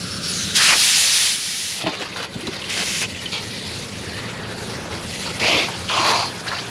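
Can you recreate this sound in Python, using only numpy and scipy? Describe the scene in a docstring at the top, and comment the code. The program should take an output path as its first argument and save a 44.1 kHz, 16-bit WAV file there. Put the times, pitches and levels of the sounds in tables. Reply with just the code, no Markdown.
"""Air hisses from the valve of a steel pressure tank outdoors, first past a hand, then freely.
The tank tips over with dull knocks, sprays water on dirt and is stood on its head; an engine hums far off.
Air and water are coloured noise, smooth or grainy. Gushes drive gliding resonances with grains and bubbles.
Knocks, clinks and glugs are short sines; grains ring the shell's modes; rasps and spits are resonant grains.
The hum is engine orders over low noise. Faint early reflections surround all but the hum."""
import sys
import numpy as np
from scipy import signal
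from scipy.io import wavfile
from scipy.ndimage import uniform_filter1d

SR = 44100
rng = np.random.default_rng(int(sys.argv[2]) if len(sys.argv) > 2 else 0)


def int16_out(signal):
    """Quantize to a 16-bit WAV file."""
    q = np.round(np.clip(np.atleast_2d(signal).T, -1, 1) * 32767)
    wavfile.write(sys.argv[1], SR, q.astype(np.int16))


N = 295453
T = np.arange(N) / SR

# Levels in the tables are relative; each source applies its own trim.
# free air flow as the valve is worked: time_s, level_db
JET_FLOW = [(0, -35.5), (0.21, -36.5), (0.25, -29), (0.54, -29.5), (0.569, -13.5), (0.598, -20.5),
            (0.63, -16), (0.755, -19), (0.8, -16.5), (1.27, -18.5), (1.38, -26.5), (1.69, -27.5),
            (1.79, -31), (1.84, -45)]
# spectrum of the jet: freq_hz, level_db
JET_SPECTRUM = [(290, -62), (500, -5.5), (594, -30), (638, -15.5), (726, -12.5), (851, -13), (1220, -10.5),
                (1880, -2.5), (4440, 3.5), (6640, -1), (8480, -5), (9510, -4), (10500, -9), (15500, -40)]
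HAND_OFF_S, HAND_SHADE_DB = 0.78, -2.5  # until it lets go, a hand shades the top octave
BLAST_S, BLAST_LENGTH_S, BLAST_DB = 2.69, 0.34, -28.5  # one more blast from the lying tank
BLAST_TOP_DB, BLAST_CLEARS_DB_PER_S = -6, 23  # its top starts dull, clears as water is blown out
ATTACK_S, RELEASE_S = 0.0073, 0.0073  # burst opening time, decay time constant
# hollow tones where the jet grazes a hand or the soil: start_s, end_s, start_hz, end_hz, width_hz, level_db
GRAZING_TONES = [(0, 0.564, 1370, 1502, 400, -38.5), (0, 0.097, 5360, 5100, 600, -38),
                 (0.1, 0.183, 5330, 5400, 260, -33.5), (0, 0.198, 4430, 4260, 700, -37),
                 (0, 0.221, 2500, 3150, 1300, -41), (0, 0.22, 7100, 7200, 300, -52),
                 (0, 0.195, 9830, 9700, 700, -44.5), (0.218, 0.31, 5390, 5220, 400, -32),
                 (0.222, 0.55, 4790, 3640, 620, -31.5), (0.28, 0.323, 9940, 9700, 900, -32.5),
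                 (0.324, 0.452, 6600, 6030, 990, -30), (0.552, 0.594, 4910, 4380, 3500, -20),
                 (0.576, 0.755, 1800, 1243, 770, -23), (0.596, 0.682, 3140, 2384, 900, -22),
                 (0.669, 0.743, 2774, 2100, 900, -16.5), (.7, 0.768, 850, 468, 600, -33),
                 (2.688, 2.83, 2565, 2410, 1310, -28.5), (2.858, 3.02, 2557, 2656, 1300, -29.5),
                 (3.012, 3.06, 2500, 2827, 900, -25), (2.86, 3.059, 6030, 6500, 2200, -31.5),
                 (3.477, 3.822, 3990, 4220, 1300, -36), (4.052, 4.174, 1735, 1880, 330, -39),
                 (4.168, 4.278, 1876, 1940, 240, -37.5), (4.352, 4.45, 1860, 1770, 260, -40),
                 (4.43, 4.49, 1394, 1010, 300, -46), (4.532, 4.794, 4440, 4440, 650, -48),
                 (5.43, 5.55, 2396, 2810, 1010, -23), (5.565, 5.617, 3400, 3560, 350, -28),
                 (5.884, 6.001, 3120, 2815, 800, -24), (6.148, 6.287, 4650, 4550, 700, -29.5)]
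GRAZE_FADE_SHARE = 0.17  # fade in and out, as a share of the tone's length
# water spraying on dirt: time_s, spray_db, splash_relative_db, mist_relative_db
SPRAY_FLOW = [(1.78, -30, -7, -10), (2.05, -34.5, -1.5, -5), (2.3, -40, -3, -3.5), (2.6, -34.5, -5, -3),
              (3.1, -35, -8, -0.5), (3.55, -34.5, -7.5, -2), (3.75, -35, -4, 0.5), (3.9, -36.5, -6.5, 0),
              (4.2, -33.5, -2.5, -3), (4.45, -37.5, 3.5, -4.5), (4.65, -35.5, -0.5, 0.5),
              (4.9, -38.5, 4.5, 0), (5.15, -32.5, -7, 1), (5.75, -33.5, -2.5, 0), (6.7, -36.5, 1.5, -0.5)]
# spectrum of the spray: freq_hz, level_db
SPRAY_SPECTRUM = [(290, -0.5), (500, 5), (553, -3), (803, 1.5), (982, 0.5), (1130, 0.5), (1560, -0.5),
                  (1960, -1.5), (2130, -2), (4570, -3), (5280, -10), (8240, -17), (10400, -17.5),
                  (11300, -25), (15500, -68)]
# scuffs and short rough surges of wet noise: start_s, length_s, level_db
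ROUGH_SURGES = [(1.8, 0.018, -32), (1.925, 0.033, -34), (1.991, 0.039, -32), (2.153, 0.099, -32.5),
                (2.438, .022, -44), (2.52, 0.051, -36.5), (2.761, 0.072, -30), (3.009, 0.038, -31.5),
                (3.394, .045, -39), (4.907, 0.047, -36), (5.248, 0.063, -32), (6.036, 0.083, -22.5),
                (6.465, 0.12, -36.5)]
# gushes against the ground: start_s, length_s, crest_time_s, deep_roar_db, bright_rush_db
GROUND_GUSHES = [(3.314, 0.072, 3.338, -32.5, -22.5), (5.393, 0.26, 5.52, -22, -16.5),
                 (5.884, .365, 6.125, -19.5, -21)]
# resonances of the hollow between valve and mud, one list per gush: start_hz, end_hz, width_hz, level_db
GUSH_HOLLOWS = [
    [(750, 850, 750, 0), (2500, 2500, 770, -2), (3400, 3200, 1000, -1), (4200, 4250, 920, 0),
     (6600, 6600, 1100, -11)],
    [(333, 332, 290, 1.5), (474, 480, 240, 4), (600, 700, 190, 4.5), (950, 1080, 410, 2),
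     (2200, 2300, 480, 4), (2456, 2650, 800, 0.5), (2500, 3600, 650, 1.5), (4240, 4400, 2500, -2.5),
     (9700, 12000, 2300, -24)],
    [(380, 380, 190, -11), (667, 667, 210, -2.5), (1050, 970, 390, 3), (1300, 1180, 310, -7.5),
     (2336, 2330, 1100, 2), (2950, 3100, 1400, -2), (3910, 4200, 830, 2.5), (4650, 4650, 740, 3.5),
     (6180, 6000, 2200, -3), (9700, 9800, 2600, -13.5)],
]
ROAR_ARCH_DB, RUSH_ARCH_DB = 7.5, 6.5  # crest of a gush over its ends
GUSH_RELEASE_S = 0.027  # slower than a dry burst
# grit crunches and water spits: start_s, level_db, centre_hz, width_hz
GRIT_SPITS = [(1.821, -23.5, 3380, 1800), (1.862, -23, 1600, 1500), (1.869, -19, 2600, 1500),
              (1.891, -25.5, 3930, 1400), (1.939, -25.5, 2000, 2000), (2.016, -32, 1500, 2000),
              (2.126, -30, 2400, 400), (2.16, -27, 1150, 1000), (2.254, -31, 2400, 500),
              (2.341, -32, 3000, 4500), (2.408, -28, 2860, 3180), (2.469, -25, 2960, 3480),
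              (2.472, -29, 1170, 800), (2.531, -31, 2400, 3500), (2.617, -25, 2700, 1600),
              (3.256, -27, 3100, 1100), (3.322, -27, 3400, 2600), (3.378, -27, 3300, 3000),
              (4.925, -29, 1300, 1600), (5.275, -28, 1000, 700), (5.397, -20.5, 3560, 2600),
              (5.684, -20.5, 955, 500), (5.897, -20, 1110, 900), (6.003, -20, 980, 600),
              (6.061, -19, 1200, 1200), (6.587, -29, 3200, 1800)]
SPIT_DECAY_S = 0.0093
# tank bumps on the ground: time_s, level_db, contact_cutoff_hz, ring_length_share
GROUND_KNOCKS = [(1.837, -18.5, 700, 0.59), (1.845, -10, 270, 0.42), (1.862, -17, 2800, 0.75),
                 (1.868, -17, 2980, 0.83), (1.874, -15.5, 1400, 0.9), (1.885, -22, 1500, 0.9),
                 (1.892, -22, 1500, 0.59), (2.018, -25.5, 2500, 0.72), (2.346, -21, 700, .5),
                 (2.354, -13.5, 330, 0.66), (2.362, -16, 420, .45), (2.44, -24, 200, .8),
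                 (2.474, -15, 520, 0.48), (2.478, -13, 260, 0.41)]
# free modes of the water-laden shell: mode_hz, level_db, t60_s
SHELL_MODES = [(114, -3.5, 0.053), (194, 0, 0.092), (256, -3.5, 0.11), (309, -6.5, 0.18), (388, -6, 0.12),
               (626, -1, 0.077), (760, -1, 0.15), (879, -2.5, 0.11), (1058, -6.5, 0.13), (1413, -7, 0.076),
               (2000, -3, 0.049), (2450, -2, 0.066), (2920, -7, .06)]
# short metallic clinks, perhaps tool or drops on steel: time_s, level_db, pitch_hz, upper_partial_relative_db
LIGHT_CLINKS = [(2.471, -21, 3900, -21), (2.562, -25, 3740, -11), (2.641, -20.5, 2920, -11),
                (3.148, -22.5, 2690, -15), (3.19, -25, 2950, -15), (3.259, -18, 2990, -15),
                (6.484, -25, 2880, -1), (6.55, -24, 2830, -6), (6.585, -22, 3100, -10)]
CLINK_T60_S, CLINK_UPPER_RATIO, CLINK_BOUNCE_S = 0.03, 1.4, 0.0033  # ring, upper/lower pitch, rebound delay
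# water slopping inside the tank: start_s, length_s, start_hz, end_hz, level_db
WATER_GLUGS = [(2.369, 0.041, 275, 250, -33), (2.429, 0.019, 305, 385, -26), (2.449, 0.023, 365, 295, -27),
               (2.481, 0.022, 330, 400, -23)]
# hands and tool on the rim of the standing tank: start_s, length_s, centre_hz, width_hz, level_db
RIM_RASPS = [(6.456, .024, 1520, 1000, -28), (6.472, 0.018, 4360, 1300, -30.5),
             (6.5, 0.026, 1000, 1400, -31), (6.514, .028, 1210, 1000, -25), (6.519, 0.029, 3700, 2200, -33),
             (6.546, .06, 4650, 700, -33.5), (6.555, 0.043, 1300, 1300, -32.5)]
# jet reflected off the ground beside the tank: time_s, delay_ms, level_db
GROUND_REFLECTION = [(1.6, 1.2, -38), (1.85, 1.6, -12), (2.25, 2, -12), (2.7, 1.9, -17), (3.05, 1.96, -13),
                     (3.35, 2.2, -13), (3.8, 1.9, -19), (4.5, 1.47, -19), (5.55, 1.47, -21.5),
                     (5.9, 1.18, -21)]
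# early reflections from ground, tank and steps: delay_s, level_db
EARLY_ECHOES = [(.0031, -31), (.0074, -24.5), (0.0116, -24), (0.0182, -18.5)]
# low background, which sinks under the loud hiss: time_s, engine_db, rumble_db
HUM_LEVELS = [(0, -38, -34.5), (0.5, -41.5, -36.5), (0.85, -58, -41.5), (1.5, -65, -45.5), (2.3, -52, -40),
              (2.8, -48, -36.5), (3.8, -40, -36), (5.2, -35.5, -34.5), (6.7, -41, -38.5)]
ENGINE_HZ = 28.34
# harmonics of the engine rate: order, level_db
ENGINE_HARMONICS = [(2, -23), (3, -10.5), (4, -6)]
# spectrum of the rumble: freq_hz, level_db
RUMBLE_SPECTRUM = [(22, -25), (36, -13), (68, -21), (90, 0), (135, -4), (180, 1), (230, -5), (290, -9),
                   (360, -10), (460, -7), (540, -12), (750, -23.5)]
DRONE_HZ, DRONE_WIDTH_HZ, DRONE_DB, DRONE_END_S = 181, 46, -35.5, 0.54  # low drone while the valve is held
CUTOFF_HZ = 15700


def from_db(db):
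    """Amplitude ratio of a level in dB."""
    return 10 ** (np.asarray(db) / 20)


def rms_one(x):
    """Scale to RMS 1."""
    return x / np.sqrt(np.mean(x ** 2) + 1e-20)


def in_time(rows):
    """Each column of a curve, interpolated at every sample."""
    time_s, *columns = np.transpose(rows)
    return [np.interp(T, time_s, column) for column in columns]


def gate(start_s, end_s, edge_s=0.004):
    """1 between two times, with linear edges centred on them."""
    opening = np.clip((T - start_s) / edge_s + .5, 0, 1)
    closing = np.clip((end_s - T) / edge_s + .5, 0, 1)
    return opening * closing


def burst(start_s, length_s, release_s=RELEASE_S):
    """Linear attack, hold, exponential release."""
    attack = np.clip((T - start_s) / ATTACK_S, 0, 1)
    return attack * np.exp(-np.maximum(T - start_s - length_s, 0) / release_s)


def drift(rate_hz):
    """Low-passed noise of RMS 1, computed at every 40th sample."""
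    r = np.exp(-80 * np.pi * rate_hz / SR)
    noise = rng.standard_normal(N // 40 + 2002)
    slow = signal.lfilter([1], [1, -2 * r, r * r], noise)[2000:]  # drop the settling
    return np.interp(np.arange(N) / 40, np.arange(len(slow)), rms_one(slow))


def low_pass(x, order, cutoff_hz):
    """Butterworth low-pass."""
    return signal.sosfilt(signal.butter(order, cutoff_hz, fs=SR, output="sos"), x)


def band(x, low_hz, high_hz):
    """Butterworth band-pass."""
    edges_hz = [np.clip(low_hz, 10, SR * .4), np.clip(high_hz, 12, SR * .45)]
    return signal.sosfilt(signal.butter(2, edges_hz, "band", fs=SR, output="sos"), x)


def resonance(x, hz, width_hz):
    """Two-pole resonance, gain about 1 on top."""
    r = np.exp(-np.pi * width_hz / SR)
    zeros = np.array([1, 0, -1]) * (1 - r * r) / 2
    return signal.lfilter(zeros, [1, -2 * r * np.cos(2 * np.pi * hz / SR), r * r], x)


def double_resonance(x, hz, width_hz):
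    """The same resonance twice, for steeper skirts."""
    return resonance(resonance(x, hz, width_hz), hz, width_hz)


def droplets(per_s, spread_db, share):
    """Impacts of uneven size mixed by power share into smooth turbulence."""
    sizes = from_db(spread_db * np.minimum(rng.exponential(1, N), 4)) * rng.choice([-1, 1], N)
    hits = rms_one(sizes * (rng.random(N) < per_s / SR))
    share = np.clip(share, 0, 1)
    return np.sqrt(share) * hits + np.sqrt(1 - share) * rng.standard_normal(N)


def coloured_bands(sources, spectrum, flicker_db, flicker_hz, count):
    """Centres and flickering bands of a spectrum; neighbours are fed by unrelated sources."""
    hz, db = np.transpose(spectrum)
    edges_hz = np.geomspace(hz[0], hz[-1], count + 1)
    centres_hz = np.sqrt(edges_hz[:-1] * edges_hz[1:])
    gains_db = np.interp(np.log(centres_hz), np.log(hz), db)
    bands = []
    for k in range(count):
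        gain = from_db(gains_db[k] + flicker_db * drift(flicker_hz))
        bands.append(band(sources[k % 2], edges_hz[k], edges_hz[k + 1]) * gain)
    return centres_hz, np.array(bands)


def air_jet(level_db=1.5, top_db=-7.0, wet_flutter_db=1.2):
    """Smooth turbulent hiss, duller behind the hand; water makes the lying tank's blast sputter."""
    noise = rng.standard_normal((2, N))
    hz, bands = coloured_bands(noise, JET_SPECTRUM, flicker_db=1.0, flicker_hz=9.8, count=22)
    high = hz > 8500
    body = from_db(level_db) * rms_one(bands[~high].sum(0))
    top = from_db(top_db) * rms_one(bands[high].sum(0))
    flow_db, = in_time(JET_FLOW)
    shade_db = HAND_SHADE_DB * gate(-1, HAND_OFF_S, edge_s=0.027)
    upright = gate(-1, JET_FLOW[-1][0]) * from_db(flow_db) * (body + from_db(shade_db) * top)
    clearing_db = BLAST_CLEARS_DB_PER_S * np.clip(T - BLAST_S, 0, BLAST_LENGTH_S)
    lying = burst(BLAST_S, BLAST_LENGTH_S) * from_db(BLAST_DB + wet_flutter_db * drift(200))
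    return upright + lying * (body + from_db(BLAST_TOP_DB + clearing_db) * top)


def grazing_tones(flutter_db=1.0, wander=.015):
    """The gap beside the jet picks a band of turbulence, which glides unsteadily as the gap changes."""
    out = 0
    unsteady = 1 + wander * drift(20)
    for start_s, end_s, from_hz, to_hz, width_hz, db in GRAZING_TONES:
        glide_hz = np.interp(T, [start_s, end_s], [from_hz, to_hz]) * unsteady
        phase = 2 * np.pi * np.cumsum(glide_hz) / SR
        swell = low_pass(rng.standard_normal((2, N)), 2, width_hz / 2)
        tone = rms_one(swell[0] * np.cos(phase) + swell[1] * np.sin(phase))
        fade = gate(start_s, end_s, edge_s=GRAZE_FADE_SHARE * (end_s - start_s))
        out = out + from_db(db) * fade * tone
    return out * from_db(flutter_db * drift(54))


def rough_surges():
    """Strength of the scuffs and short rough surges."""
    return sum(from_db(db) * burst(start_s, length_s) for start_s, length_s, db in ROUGH_SURGES)


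def water_spray(splash_db=0.0, patter_db=0.0, mist_db=-4.0, sputter_db=1.0,
                rough_low_db=-1.5, rough_top_db=-11, onset_s=0.22):
    """Big drops splash low, small ones patter, the finest hiss as mist; rough surges add coarse grains."""
    drops = [droplets(per_s=3500, spread_db=2.0, share=0.45) for _ in range(2)]
    hz, bands = coloured_bands(drops, SPRAY_SPECTRUM, flicker_db=2.25, flicker_hz=16.5, count=24)
    size = np.digitize(hz, [1900, 5200])
    splash, patter, mist = [rms_one(bands[size == k].sum(0)) for k in range(3)]
    db, coarse_db, fine_db = in_time(SPRAY_FLOW)
    flow = gate(SPRAY_FLOW[0][0], np.inf, edge_s=onset_s) * from_db(db)
    rough = rough_surges()
    # spray and rough surges add in power
    splash_gain = np.hypot(flow * from_db(coarse_db + splash_db), rough * from_db(rough_low_db))
    patter_gain = np.hypot(flow * from_db(patter_db), rough)
    mist_gain = np.hypot(flow * from_db(fine_db + mist_db), rough * from_db(rough_top_db))
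    water = splash_gain * splash + patter_gain * patter + mist_gain * mist
    return from_db(sputter_db * drift(23)) * water


def bubbles(count=4000, cycles=22, rise=.15, spread_db=1.0):
    """Bubbles of all sizes pinch off at random; each rings some cycles and rises in pitch."""
    when, small, luck = rng.random((count, 3)).T[:, :, None]
    hz = 300 + 4700 * small ** 2
    age_s = T[:SR // 30]
    life = np.minimum(age_s * hz / cycles, 2)
    size = np.sqrt(hz) * from_db(-spread_db * np.log(np.maximum(luck, np.exp(-3))))
    phase = 2 * np.pi * cycles * life * (1 + rise * life / 2)
    rings = size * np.sin(phase) * np.exp(-np.log(1000) * life)
    at = (when * N).astype(int) + np.arange(len(age_s))
    return rms_one(np.bincount(at.ravel(), rings.ravel(), N)[:N])


def gushes(roar_db=0.0, rush_db=-1.5, gurgle_db=-10.5, flutter_db=0.5, shift_db=1.5,
           wander=.02, lift=.04, roar_lag_s=0.01):
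    """Air and water bubble through mud; the hollow's resonances glide as it is washed out."""
    out = np.zeros(N)
    gurgle = from_db(gurgle_db) * bubbles()
    flows = [droplets(per_s=1800, spread_db=1.0, share=0.61) + gurgle for _ in range(3)]
    surges = [from_db(shift_db * drift(28)) for _ in range(4)]
    unsteady = 1 + wander * drift(14.05)
    for (start_s, length_s, crest_s, deep_db, bright_db), hollow in zip(GROUND_GUSHES, GUSH_HOLLOWS):
        end_s = start_s + length_s
        here = (T > start_s) & (T < end_s + .15)
        ebb = np.interp(T[here], [start_s, crest_s, end_s], [-1, 0, 1]) ** 2  # 0 at the crest
        deep, bright = np.zeros((2, len(ebb)))
        for k, (hz, to_hz, width_hz, db) in enumerate(hollow):
            flow = (flows[k % len(flows)] * surges[k % len(surges)])[T > start_s]
            ringing = double_resonance(flow, hz, width_hz)
            # reading the ringing at a changing speed bends its pitch
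            glide = np.interp(T[here], [start_s, end_s], [1, to_hz / hz])
            speed = glide * (unsteady[here] + lift * (.2 - ebb))
            part = deep if hz < 1600 else bright
            part += from_db(db) * np.interp(np.cumsum(speed), np.arange(len(ringing)), ringing)
        roar = burst(start_s + roar_lag_s, length_s - roar_lag_s, GUSH_RELEASE_S)[here]
        roar = roar * from_db(deep_db + roar_db - ROAR_ARCH_DB * ebb) * rms_one(deep)
        rush = burst(start_s, length_s, GUSH_RELEASE_S)[here]
        rush = rush * from_db(bright_db + rush_db - RUSH_ARCH_DB * ebb) * rms_one(bright)
        out[here] += roar + rush
    return out * from_db(flutter_db * drift(77))


def spits(level_db=0.0):
    """Brief clusters of grains that swell within 1 ms and die away."""
    grains = droplets(per_s=4000, spread_db=1.5, share=0.4)
    out = np.zeros(N)
    age_s = T[:SR // 10]
    envelope = np.minimum(age_s / .001, 1) * np.exp(-age_s / SPIT_DECAY_S)
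    for start_s, db, hz, width_hz in GRIT_SPITS:
        at = round(start_s * SR)
        here = slice(at, at + len(age_s))
        out[here] += from_db(db + level_db) * envelope * rms_one(double_resonance(grains[here], hz, width_hz))
    return out


def tank_knocks(level_db=-7.5, scatter_db=4.5):
    """Each bump rings the shell; soft soil rounds the blow, spares the higher modes and damps the ring."""
    out = np.zeros(N)
    age_s = T[:SR // 3]
    hz, mode_db, t60_s = np.transpose(SHELL_MODES)[:, :, None]
    signs = np.resize([1, -1], hz.shape)
    for time_s, db, soft_hz, ring_share in GROUND_KNOCKS:
        strength = from_db(db + level_db + mode_db + scatter_db * rng.standard_normal(hz.shape))
        decay = np.exp(-np.log(1000) * age_s / (t60_s * ring_share))
        modes = signs * strength * np.sin(2 * np.pi * hz * age_s) * decay
        at = round(time_s * SR)
        out[at:at + len(age_s)] += low_pass(modes.sum(0), 4, soft_hz)
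    return band(out, 57, 8000)


def tank_rattle(level_db=-9.0, grit_db=-8.5, low_hz=600):
    """During the rough surges, single stones tick against the tank and set its modes ringing."""
    stones = droplets(per_s=160, spread_db=3.5, share=0.99)
    grit = rms_one(band(stones, 1600, 6500))
    knocking = rms_one(band(stones, low_hz, 5700))
    rough = rough_surges()
    ring = 0
    for k, (hz, db, t60_s) in enumerate(SHELL_MODES):
        width_hz = np.log(1000) / (np.pi * t60_s)
        mode = resonance(knocking * rough + 1e-18, hz, width_hz)
        ring = ring + (-1) ** k * from_db(db) * np.sqrt(1000 / width_hz) * mode
    return from_db(level_db) * ring + from_db(grit_db) * grit * rough


def clinks(level_db=-1.0, detune=0.031):
    """A light tap strikes and rebounds, ringing two short partials at a slightly different pitch each time."""
    out = np.zeros(N)
    age_s = T[:SR // 10]
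    decay = np.exp(-np.log(1000) * age_s / CLINK_T60_S)
    for time_s, db, hz, upper_db in LIGHT_CLINKS:
        for touch in range(2):
            phase = 2 * np.pi * hz * (1 + detune * rng.uniform(-1.13, 1)) * age_s
            ring = (np.sin(phase) + from_db(upper_db) * np.sin(CLINK_UPPER_RATIO * phase)) * decay
            at = round((time_s + touch * CLINK_BOUNCE_S) * SR)
            out[at:at + len(age_s)] += from_db(db + level_db) * ring
    return out


def glugs(level_db=0.0):
    """A pocket of air trapped by slopping water rings for a few cycles and bends in pitch."""
    out = np.zeros(N)
    for start_s, length_s, from_hz, to_hz, db in WATER_GLUGS:
        here = (T > start_s) & (T < start_s + length_s)
        progress = (T[here] - start_s) / length_s
        phase = 2 * np.pi * np.cumsum(from_hz + (to_hz - from_hz) * progress) / SR
        out[here] += from_db(db + level_db) * np.sin(np.pi * progress) * np.sin(phase)
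    return out


def rasps(level_db=0.0):
    """Short strokes of stick and slip on rusty steel, each with its own pitch."""
    slips = droplets(per_s=1000, spread_db=1.0, share=0.53)
    out = 0
    for start_s, length_s, hz, width_hz, db in RIM_RASPS:
        stroke = rms_one(double_resonance(slips, hz, width_hz))
        out = out + from_db(db + level_db) * burst(start_s, length_s) * stroke
    return out


def hum(rumble_db=1.5, waver_db=4.0, wander=0.025, throb=0.12):
    """A far engine: wavering orders over a rumble that throbs at the engine rate, plus an early drone."""
    engine_db, noise_db = in_time(HUM_LEVELS)
    phase = 2 * np.pi * np.cumsum(ENGINE_HZ * (1 + wander * drift(2.8))) / SR
    tones = 0
    for order, db in ENGINE_HARMONICS:
        gain = from_db(db + waver_db * drift(18.0)) * np.sqrt(2)
        tones = tones + gain * np.sin(round(order) * phase + rng.uniform(0, 2 * np.pi))
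    noise = rng.standard_normal((2, N))
    _, bands = coloured_bands(noise, RUMBLE_SPECTRUM, flicker_db=1.0, flicker_hz=8.2, count=14)
    rumble = rms_one(bands.sum(0) * (1 + throb * np.sin(phase)))
    half_hz = DRONE_WIDTH_HZ / 2
    drone = rms_one(band(rng.standard_normal(N), DRONE_HZ - half_hz, DRONE_HZ + half_hz))
    held = gate(-1, DRONE_END_S, edge_s=0.3)
    return from_db(engine_db) * tones + from_db(noise_db + rumble_db) * rumble + from_db(DRONE_DB) * held * drone


def off_the_ground(x):
    """One close reflection combs the hiss; the comb slides as the tank is moved."""
    delay_ms, db = in_time(GROUND_REFLECTION)
    return x + from_db(db) * np.interp(T - delay_ms / 1000, T, x, left=0)


def yard(x):
    """A few faint early reflections."""
    return x + sum(from_db(db) * np.interp(T - delay_s, T, x, left=0) for delay_s, db in EARLY_ECHOES)


def scene():
    """All sources in the middle, plus faint decorrelated noise above 11 kHz, following the treble."""
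    jet = off_the_ground(air_jet() + grazing_tones() + water_spray() + gushes() + spits())
    middle = yard(jet + clinks() + tank_knocks() + glugs() + tank_rattle() + rasps()) + hum()
    treble = np.sqrt(np.abs(uniform_filter1d(band(middle, 10500, 13000) ** 2, size=900)))
    high_pass = signal.ellip(8, .5, 70, 11200, "high", fs=SR, output="sos")
    side_noise = signal.sosfilt(high_pass, rng.standard_normal(N))
    side = (from_db(-7.0) * treble + from_db(-95.0)) * rms_one(band(side_noise, 11400, 13800))
    return middle + side * np.array([[1], [-1]])  # opposite sign left and right


def record(dry):
    """The microphone port has a dip under a small peak near 9 kHz; loud peaks are rounded, the top is cut."""
    coloured = dry - .5 * resonance(dry, 8640, 940) + 0.58 * resonance(dry, 9340, 1000)
    rounded = 1.5 * np.tanh(coloured / 1.5)
    return signal.sosfilt(signal.ellip(10, .1, 80, CUTOFF_HZ, fs=SR, output="sos"), rounded)


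dry = scene()
out = record(dry)
int16_out(out)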